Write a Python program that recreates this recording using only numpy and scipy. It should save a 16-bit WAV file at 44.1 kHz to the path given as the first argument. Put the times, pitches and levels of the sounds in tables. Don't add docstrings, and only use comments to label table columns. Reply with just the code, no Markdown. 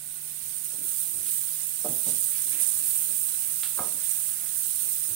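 import sys
import numpy as np
from scipy import signal
from scipy.fft import rfft, irfft, next_fast_len
from scipy.io import wavfile
from scipy.ndimage import uniform_filter1d, map_coordinates

SR = 44100
rng = np.random.default_rng(int(sys.argv[2]) if len(sys.argv) > 2 else 0)


def unload_audio(sound):
    columns = np.transpose(np.atleast_2d(sound))
    steps = np.round(np.clip(columns, -1, 1) * 32767)
    wavfile.write(sys.argv[1], SR, steps.astype(np.int16))


N = 227192
TOP_HZ = 15800

# pitch_hz, relative_db
FACING_PORT = [(300, -39), (1100, -32.5), (2500, -27), (3700, -21), (5000, -21.5), (6300, -19.5),
               (7300, -17.5), (8200, -9.5), (9100, -3.5), (10300, -10), (12300, -10), (14200, -9),
               (15600, -5)]


def sizzle():
    simmer_db = simmer(np.arange(N) / SR)
    flare_db, fizz_flare_db = flares()
    mean_db = simmer_db.mean()
    level_db = simmer_db + flare_db
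    fizz_db = simmer_db + 1 + fizz_flare_db + 0.22 * wobble(21.5)
    sputter_db = mean_db - 17.5 + 0.76 * (simmer_db - mean_db) + 0.43 * flare_db + 0.5 * wobble(14)

    pings = np.array([in_kitchen(port, wet_db=-11)[0, :N] for port in bubbles()])
    hiss = amp(1) * rng.standard_normal((2, N))
    pair = uneven(pings + hiss, depth_db=1.4)
    pair = at_ports(pair / pair.std(axis=1, keepdims=True))

    low = filtered(pair, lambda hz: 1 / (1 + (hz / 6400) ** 10))
    high = filtered(pair, lambda hz: 1 - 1 / (1 + (hz / 11500) ** 20))
    middle = pair - low - high
    sputter = uneven(low, depth_db=1.5, size=(4, 3))
    layers = [(middle, level_db), (high, fizz_db), (sputter, sputter_db)]
    return sum(band / np.std(band.mean(0)) * amp(db) for band, db in layers)


def bubbles(count=32000, life_s=0.000084):
    when, pitch, *phases = rng.random((4, count, 1))
    size_db = 3.9 * np.clip(rng.standard_normal((count, 1)), -2.5, 2.1)
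    k = np.arange(SR // 1000)
    fade = amp(size_db) * np.exp(-k / SR / life_s)
    pings = [fade * np.sin(2 * np.pi * (pitch * TOP_HZ * k / SR + phase)) for phase in phases]
    places = ((when * N).astype(int) + k).ravel()
    return np.array([unit(np.bincount(places, port.ravel(), N)[:N]) for port in pings])


def simmer(s):
    # time_s, level_db
    frying_levels = [(0, -42), (.4, -39), (1.1, -35), (1.75, -35), (2.4, -31.5), (2.95, -31.5),
                     (3.9, -33.5), (4.4, -34.5), (4.7, -32), (5.15, -33)]
    return np.interp(s, *np.transpose(frying_levels))


def flares():
    # start_s, time_to_peak_s, sizzle_rise_db, finest_fizz_rise_db
    turns = [(.063, 0.035, 1.5, -2), (.461, 0.055, 2.5, 1.5), (.633, 0.019, 3, 3), (.815, 0.06, 3.5, 4.5),
             (.925, 0.073, 2, 3.5), (1.215, 0.12, 3.5, 5), (1.82, 0.13, 1.5, 3), (2.045, 0.045, 4, -1),
             (2.2, 0.027, 2.2, 2), (2.594, 0.025, 5.5, 3), (2.627, 0.069, 2, -0.5),
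             (2.827, 0.091, 1.7, 3.5), (3.123, .071, 1.5, 1.5), (4.02, 0.092, 3.5, 3), (4.259, 0.016, 3, 3),
             (4.538, 0.042, 2, 2.5), (4.722, 0.083, 1, 0.5), (4.831, 0.09, -0.5, 2.5)]
    track = np.zeros((2, N))
    for s, swell_s, *rises_db in turns:
        u = np.arange(SR) / SR / swell_s
        add(track, s, np.outer(rises_db, u ** 2 * np.exp(2 - 2 * u)))
    return track


def uneven(x, depth_db, size=(3, 7)):
    z = signal.stft(x, nperseg=256)[2]
    field = uniform_filter1d(rng.standard_normal(z.shape[1:]), size[0], 0)
    field = uniform_filter1d(field, size[1], 1)
    return signal.istft(z * amp(depth_db * unit(field)), nperseg=256)[1][:, :N]


def spits(lowest_hz=5000, small_count=12, life_s=0.00035):
    # time_s, peak_db
    loud_drops = [(.144, -15), (.511, -17), (.646, -12), (1.305, -11), (1.421, -11), (1.851, -14),
                  (2.045, -10), (2.101, -9), (2.243, -7), (2.426, -11), (2.614, -5.5), (2.677, -9),
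                  (2.703, -8), (2.754, -9), (3.103, -10), (3.165, -12), (3.559, -10), (3.620, -9),
                  (3.806, -11), (4.047, -12), (4.413, -12), (4.580, -8.5), (4.759, -8), (5.039, -11)]
    small_drops = []
    for s in rng.random(small_count) * N / SR:
        small_drops.append((s, simmer(s) + 8 + rng.standard_normal()))

    track, t = np.zeros(N), np.arange(SR // 200) / SR
    fade = np.exp(-t / life_s)
    for s, db in list(loud_drops) + small_drops:
        noise = rng.standard_normal(len(t)) * fade
        snap = filtered(noise, lambda hz: 1 - 1 / (1 + (hz / lowest_hz) ** 4))
        heard = np.convolve(snap, impulse(FACING_PORT))
        add(track, s, amp(db) * snap / np.abs(heard).max())
    return at_ports([track, track], shade_db=-13)


def spatters(rate=420, spread_db=4, pitch_scatter=0.19, life_s=0.00085):
    # start_s, length_s, level_db, centre_hz
    flurries = [(.482, 0.018, -41, 8000), (1.614, 0.027, -35, 7300), (1.672, 0.024, -29, 12500),
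                (2.076, .04, -33, 8100), (2.24, .025, -28, 8330), (2.659, 0.054, -27, 7700),
                (2.955, 0.025, -29, 9300), (3.16, 0.047, -37, 8800), (4.035, .015, -27, 8900),
                (4.102, 0.024, -27, 7310), (4.63, .05, -32.5, 8150)]
    track, t = np.zeros(N), np.arange(SR // 400) / SR
    for s, length, db, centre_hz in flurries:
        flurry = np.zeros(SR // 2)
        for when in rng.triangular(0, .3, 1, int(rate * length) + 1) * length:
            size, pitch = rng.standard_normal(2)
            hz = centre_hz * np.exp(pitch_scatter * pitch)
            ping = np.exp(-t / life_s) * np.sin(2 * np.pi * hz * t)
            add(flurry, when, amp(spread_db * size) * ping)
        heard = np.convolve(flurry[:int(length * SR) + len(t)], impulse(FACING_PORT))
        add(track, s, amp(db) * flurry / np.sqrt(np.sum(heard ** 2) / (length * SR)))
    return at_ports([track, track], shade_db=-19)


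def rustles(rate=900, spread_db=4, sharpness=0.86):
    # start_s, length_s, relative_db, centre_hz
    rubs = [(.98, 0.12, -57, 4500), (1.235, 0.075, -53, 3750), (2.062, 0.054, -49.5, 4380),
            (2.30, 0.11, -55.5, 2570), (2.50, 0.13, -53.5, 2270), (2.86, 0.066, -56, 3800),
            (3.399, 0.11, -60.5, 1940), (3.93, 0.23, -61.5, 2000), (4.25, 0.28, -62.5, 1770),
            (4.50, 0.29, -74, 3800)]
    track = np.zeros((2, N))
    for s, length, db, centre_hz in rubs:
        n = int(max(length, .02) * SR)
        ticks = bursts(n, rate, spread_db) * signal.windows.tukey(n, .5)
        detune = lambda hz: hz / centre_hz - centre_hz / (hz + 1)
        rub = filtered(ticks, lambda hz: 1 / (1 + (sharpness * detune(hz)) ** 2))
        add(track, s, in_kitchen(amp(db) * unit(rub), wet_db=-3.5))
    return track * amp([[-2.5], [1.5]])


def knocks(thud=7, thud_hz=620, thud_life_s=0.00086, held_cycles=15):
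    # time_s, relative_db, contact_cutoff_hz
    blows = [(1.846, -39, 650), (1.853, -45, 780), (1.861, -38, 657), (1.892, -43.5, 210),
             (1.908, -50, 318), (2.071, -50.5, 520), (2.084, -49, 422), (2.124, -52, 260),
             (2.613, -57, 710), (3.790, -35.5, 1350), (3.803, -44.5, 259), (3.822, -50, 800),
             (3.860, -51, 500)]
    track, onset = np.zeros((2, N)), SR // 50
    for s, db, cutoff_hz in blows:
        ring = pan_ring(held_cycles)
        t = np.arange(len(ring)) / SR
        wood_hz = np.sqrt(thud_hz * cutoff_hz)
        wood = thud * np.exp(-t / thud_life_s) * np.sin(2 * np.pi * wood_hz * t)
        blow = cushioned(ring / np.std(ring[:onset]) + wood, cutoff_hz)
        add(track, s, in_kitchen(amp(db) * blow / np.std(blow[:onset]), wet_db=-3))
    return track * amp([[-.7], [.7]])


def scrapes(dead_life_s=0.005):
    # start_s, length_s, relative_db, contact_cutoff_hz
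    strokes = [(0.39, 0.052, -65.5, 300), (.71, 0.053, -53.5, 445), (.755, 0.13, -57, 378),
               (1.10, 0.17, -58, 440), (2.055, 0.03, -40.5, 480), (2.42, 0.26, -58, 380),
               (2.724, 0.16, -62, 260), (3.055, 0.085, -55, 407), (3.409, 0.17, -60, 330),
               (3.768, 0.025, -42, 1160), (3.88, 0.12, -55, 375), (4.379, 0.079, -60.5, 520),
               (4.801, 0.064, -59.5, 396), (5.07, 0.086, -57, 400)]
    track = np.zeros((2, N))
    for s, length, db, cutoff_hz in strokes:
        n = int(max(length, .02) * SR)
        slips = bursts(n, rate=700, spread_db=0.5) * signal.windows.tukey(n, .55)
        ring = pan_ring()
        ring *= np.exp(-np.arange(len(ring)) / SR / dead_life_s)
        rub = cushioned(signal.fftconvolve(slips, ring), cutoff_hz)
        add(track, s, in_kitchen(amp(db - 5.5) * rub / (np.std(rub[:n]) + 1e-9), wet_db=-2.5))
    return track


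def pan_ring(held_cycles=np.inf, scatter_db=1.5):
    # pitch_hz, relative_db, t60_s
    modes = [(158.4, -7.5, 0.21), (237.6, -1.5, 0.21), (297, 0.5, 0.1), (386, -4.5, 0.072),
             (447.5, -2.5, 0.08), (523, -5, 0.071), (614, 1.5, 0.17), (726, 0.5, 0.25), (762, -6.5, 0.13),
             (890, 0, 0.069), (1031, -1, 0.08), (1070, 3.5, 0.074), (1260, 6.5, 0.18), (1390, 3, 0.1),
             (1600, 4, .06), (1750, -5, 0.05), (2130, 3, 0.039)]
    t = np.arange(SR // 4) / SR
    hz, db, t60 = np.transpose(modes)[:, :, None]
    sizes = amp(db + scatter_db * rng.standard_normal(hz.shape)) * rng.choice([-1, 1], hz.shape)
    fade = amp(-60 * t / t60) * np.exp(-t * hz / held_cycles)
    return np.sum(sizes * fade * np.sin(2 * np.pi * hz * t), axis=0)


def cushioned(x, cutoff_hz, bass_share=0.34):
    soft = signal.butter(3, min(cutoff_hz, SR / 4), fs=SR, output="sos")
    thin_hz = np.clip(bass_share * cutoff_hz, 130, 600)
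    thin = signal.butter(3, thin_hz, "high", fs=SR, output="sos")
    return signal.sosfilt(np.vstack([soft, thin]), x)


def bumps(swell_s=0.0072):
    # start_s, peak_db, pitch_hz
    rocks = [(.414, -59, 101), (.464, -59, 85), (.728, -61, 115), (1.132, -56, 104), (1.164, -56, 115),
             (1.19, -55, 85), (1.491, -63, 100), (1.877, -50, 115), (2.065, -59, 105), (2.14, -54, 100),
             (2.484, -58, 100), (2.748, -54, 100), (3.132, -60, 101), (3.422, -60, 104), (3.487, -63, 105),
             (3.791, -51, 109), (4.554, -61, 100), (5.099, -46, 102)]
    track, t = np.zeros(N), np.arange(SR // 5) / SR
    shape = (t / swell_s / 2) ** 2 * np.exp(2 - t / swell_s)
    for s, db, hz in rocks:
        add(track, s, amp(db) * shape * np.sin(2 * np.pi * hz * t))
    return track


def clacks(rattle_db=-25, rattle_life_s=0.015, graze_db=-37, graze_s=.008):
    # time_s, peak_db
    hits = [(3.6335, -21)]
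    # pitch_hz, relative_db
    contact_colour = [(300, -34), (800, -9.5), (1500, -2), (2200, -3), (3300, 3), (4200, 1), (5200, -5.5),
                      (6200, -19), (9000, -17)]
    track, t = np.zeros((2, N)), np.arange(SR // 8) / SR
    colour = impulse(contact_colour)
    after = t - graze_s
    rattle = amp(rattle_db) * np.exp(-after / rattle_life_s)
    for s, db in hits:
        contact = rng.standard_normal(len(t)) * np.where(after < 0, amp(graze_db), rattle)
        contact[np.argmin(np.abs(after))] += 1
        clack = amp(db) * np.convolve(contact, colour) / np.abs(colour).max()
        add(track, s - graze_s, in_kitchen(clack, wet_db=-3))
    return track


def motor():
    # pitch_hz, peak_db
    lines = [(43, -79.5), (147.5, -60), (198, -77)]
    # pitch_hz, relative_db
    draught_colour = [(20, 4.5), (42, -28), (70, -20), (115, 0.5), (160, 1.5), (230, -3), (400, -4),
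                      (540, -9), (760, -3.5), (1200, -12), (1310, -34), (1440, 6), (1580, -8), (2200, -4),
                      (5000, -10)]
    t = np.arange(N) / SR
    hum = np.zeros(N)
    for hz, db in lines:
        hum += amp(db + 0.68 * wobble(6.5)) * np.sin(2 * np.pi * hz * t + 0.11 * wobble(3.9))
    draught = filtered(diffuse(N), lambda hz: amp(along(draught_colour, hz)))
    return hum + amp(-55.5) * unit(draught)


def in_kitchen(x, wet_db):
    # pitch_hz, t60_s
    fading = [(150, 0.25), (600, 0.44), (1500, 0.33), (4000, 0.46), (12000, 0.049)]
    hz, t, z = signal.stft(diffuse(SR // 2), SR, nperseg=256)
    fade = amp(-60 * t / along(fading, hz)[:, None]) * (1 - np.exp(-t / 0.00099))
    tail = signal.istft(z * fade, SR, nperseg=256)[1]
    tail *= amp(wet_db) / np.linalg.norm(tail[0])
    tail[:, 0] += 1
    return signal.fftconvolve(x[None], tail, axes=1)


def diffuse(n):
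    # pitch_hz, left_right_correlation
    likeness = [(100, 1), (250, 0.93), (500, 0.81), (1000, 0.3), (2500, 0.59), (5000, 0.26)]
    turn = lambda hz: np.arccos(np.clip(along(likeness, hz), -1, 1)) / 2
    shares = lambda hz: np.array([np.cos(turn(hz)), np.sin(turn(hz))])
    mid, side = filtered(rng.standard_normal((2, n)), shares)
    return np.array([mid + side, mid - side])


def at_ports(pair, shade_db=-14.0):
    # pitch_hz, relative_db
    shaded_port = [(300, -42.5), (1100, -33.5), (3000, -29), (7400, -33.5), (8300, -31.5), (10500, -27),
                   (12500, -21), (13500, -16), (14200, -17.5), (15600, -23)]
    left = amp(shade_db) * signal.fftconvolve(pair[0], impulse(shaded_port))
    right = signal.fftconvolve(pair[1], impulse(FACING_PORT))
    return np.array([left, right])[:, :N]


def bursts(n, rate, spread_db):
    sizes = amp(spread_db * np.clip(rng.standard_normal(SR), -3, 2.5))
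    hits = rng.random(SR) < rate / SR
    return unit(hits * sizes * rng.choice([-1, 1], SR))[:n]


def impulse(points, size=2048):
    cepstrum = irfft(np.log(amp(along(points, np.fft.rfftfreq(size, 1 / SR)))))
    cepstrum[1:size // 2] *= 2
    cepstrum[size // 2 + 1:] = 0
    h = irfft(np.exp(rfft(cepstrum)))
    return h / np.linalg.norm(h)


def filtered(x, response):
    n = x.shape[-1]
    m = next_fast_len(n + SR // 4)
    return irfft(rfft(x, m) * response(np.fft.rfftfreq(m, 1 / SR)), m)[..., :n]


def wobble(rate):
    knots = rng.standard_normal(int(N * rate / SR) + 4)
    return map_coordinates(knots, [np.arange(N) * rate / SR])


def along(points, hz):
    f, v = np.transpose(points)
    return np.interp(np.log(hz + 1), np.log(f + 1), v)


def add(track, s, sound):
    start = int(np.clip(round(s * SR), 0, N - 1))
    track[..., start:start + sound.shape[-1]] += sound[..., :N - start]


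def amp(db):
    return 10 ** (np.asarray(db) / 20)


def unit(x):
    return x / np.sqrt(np.mean(x ** 2) + 1e-20)


def scene():
    frying = sizzle() + spits() + spatters()
    stirring = rustles() + knocks() + scrapes() + bumps()
    return frying + stirring + clacks() + motor()


def record(dry):
    return filtered(dry, lambda hz: np.clip((TOP_HZ - hz) / 100 + .5, 0, 1))


dry = scene()
out = record(dry)
unload_audio(out)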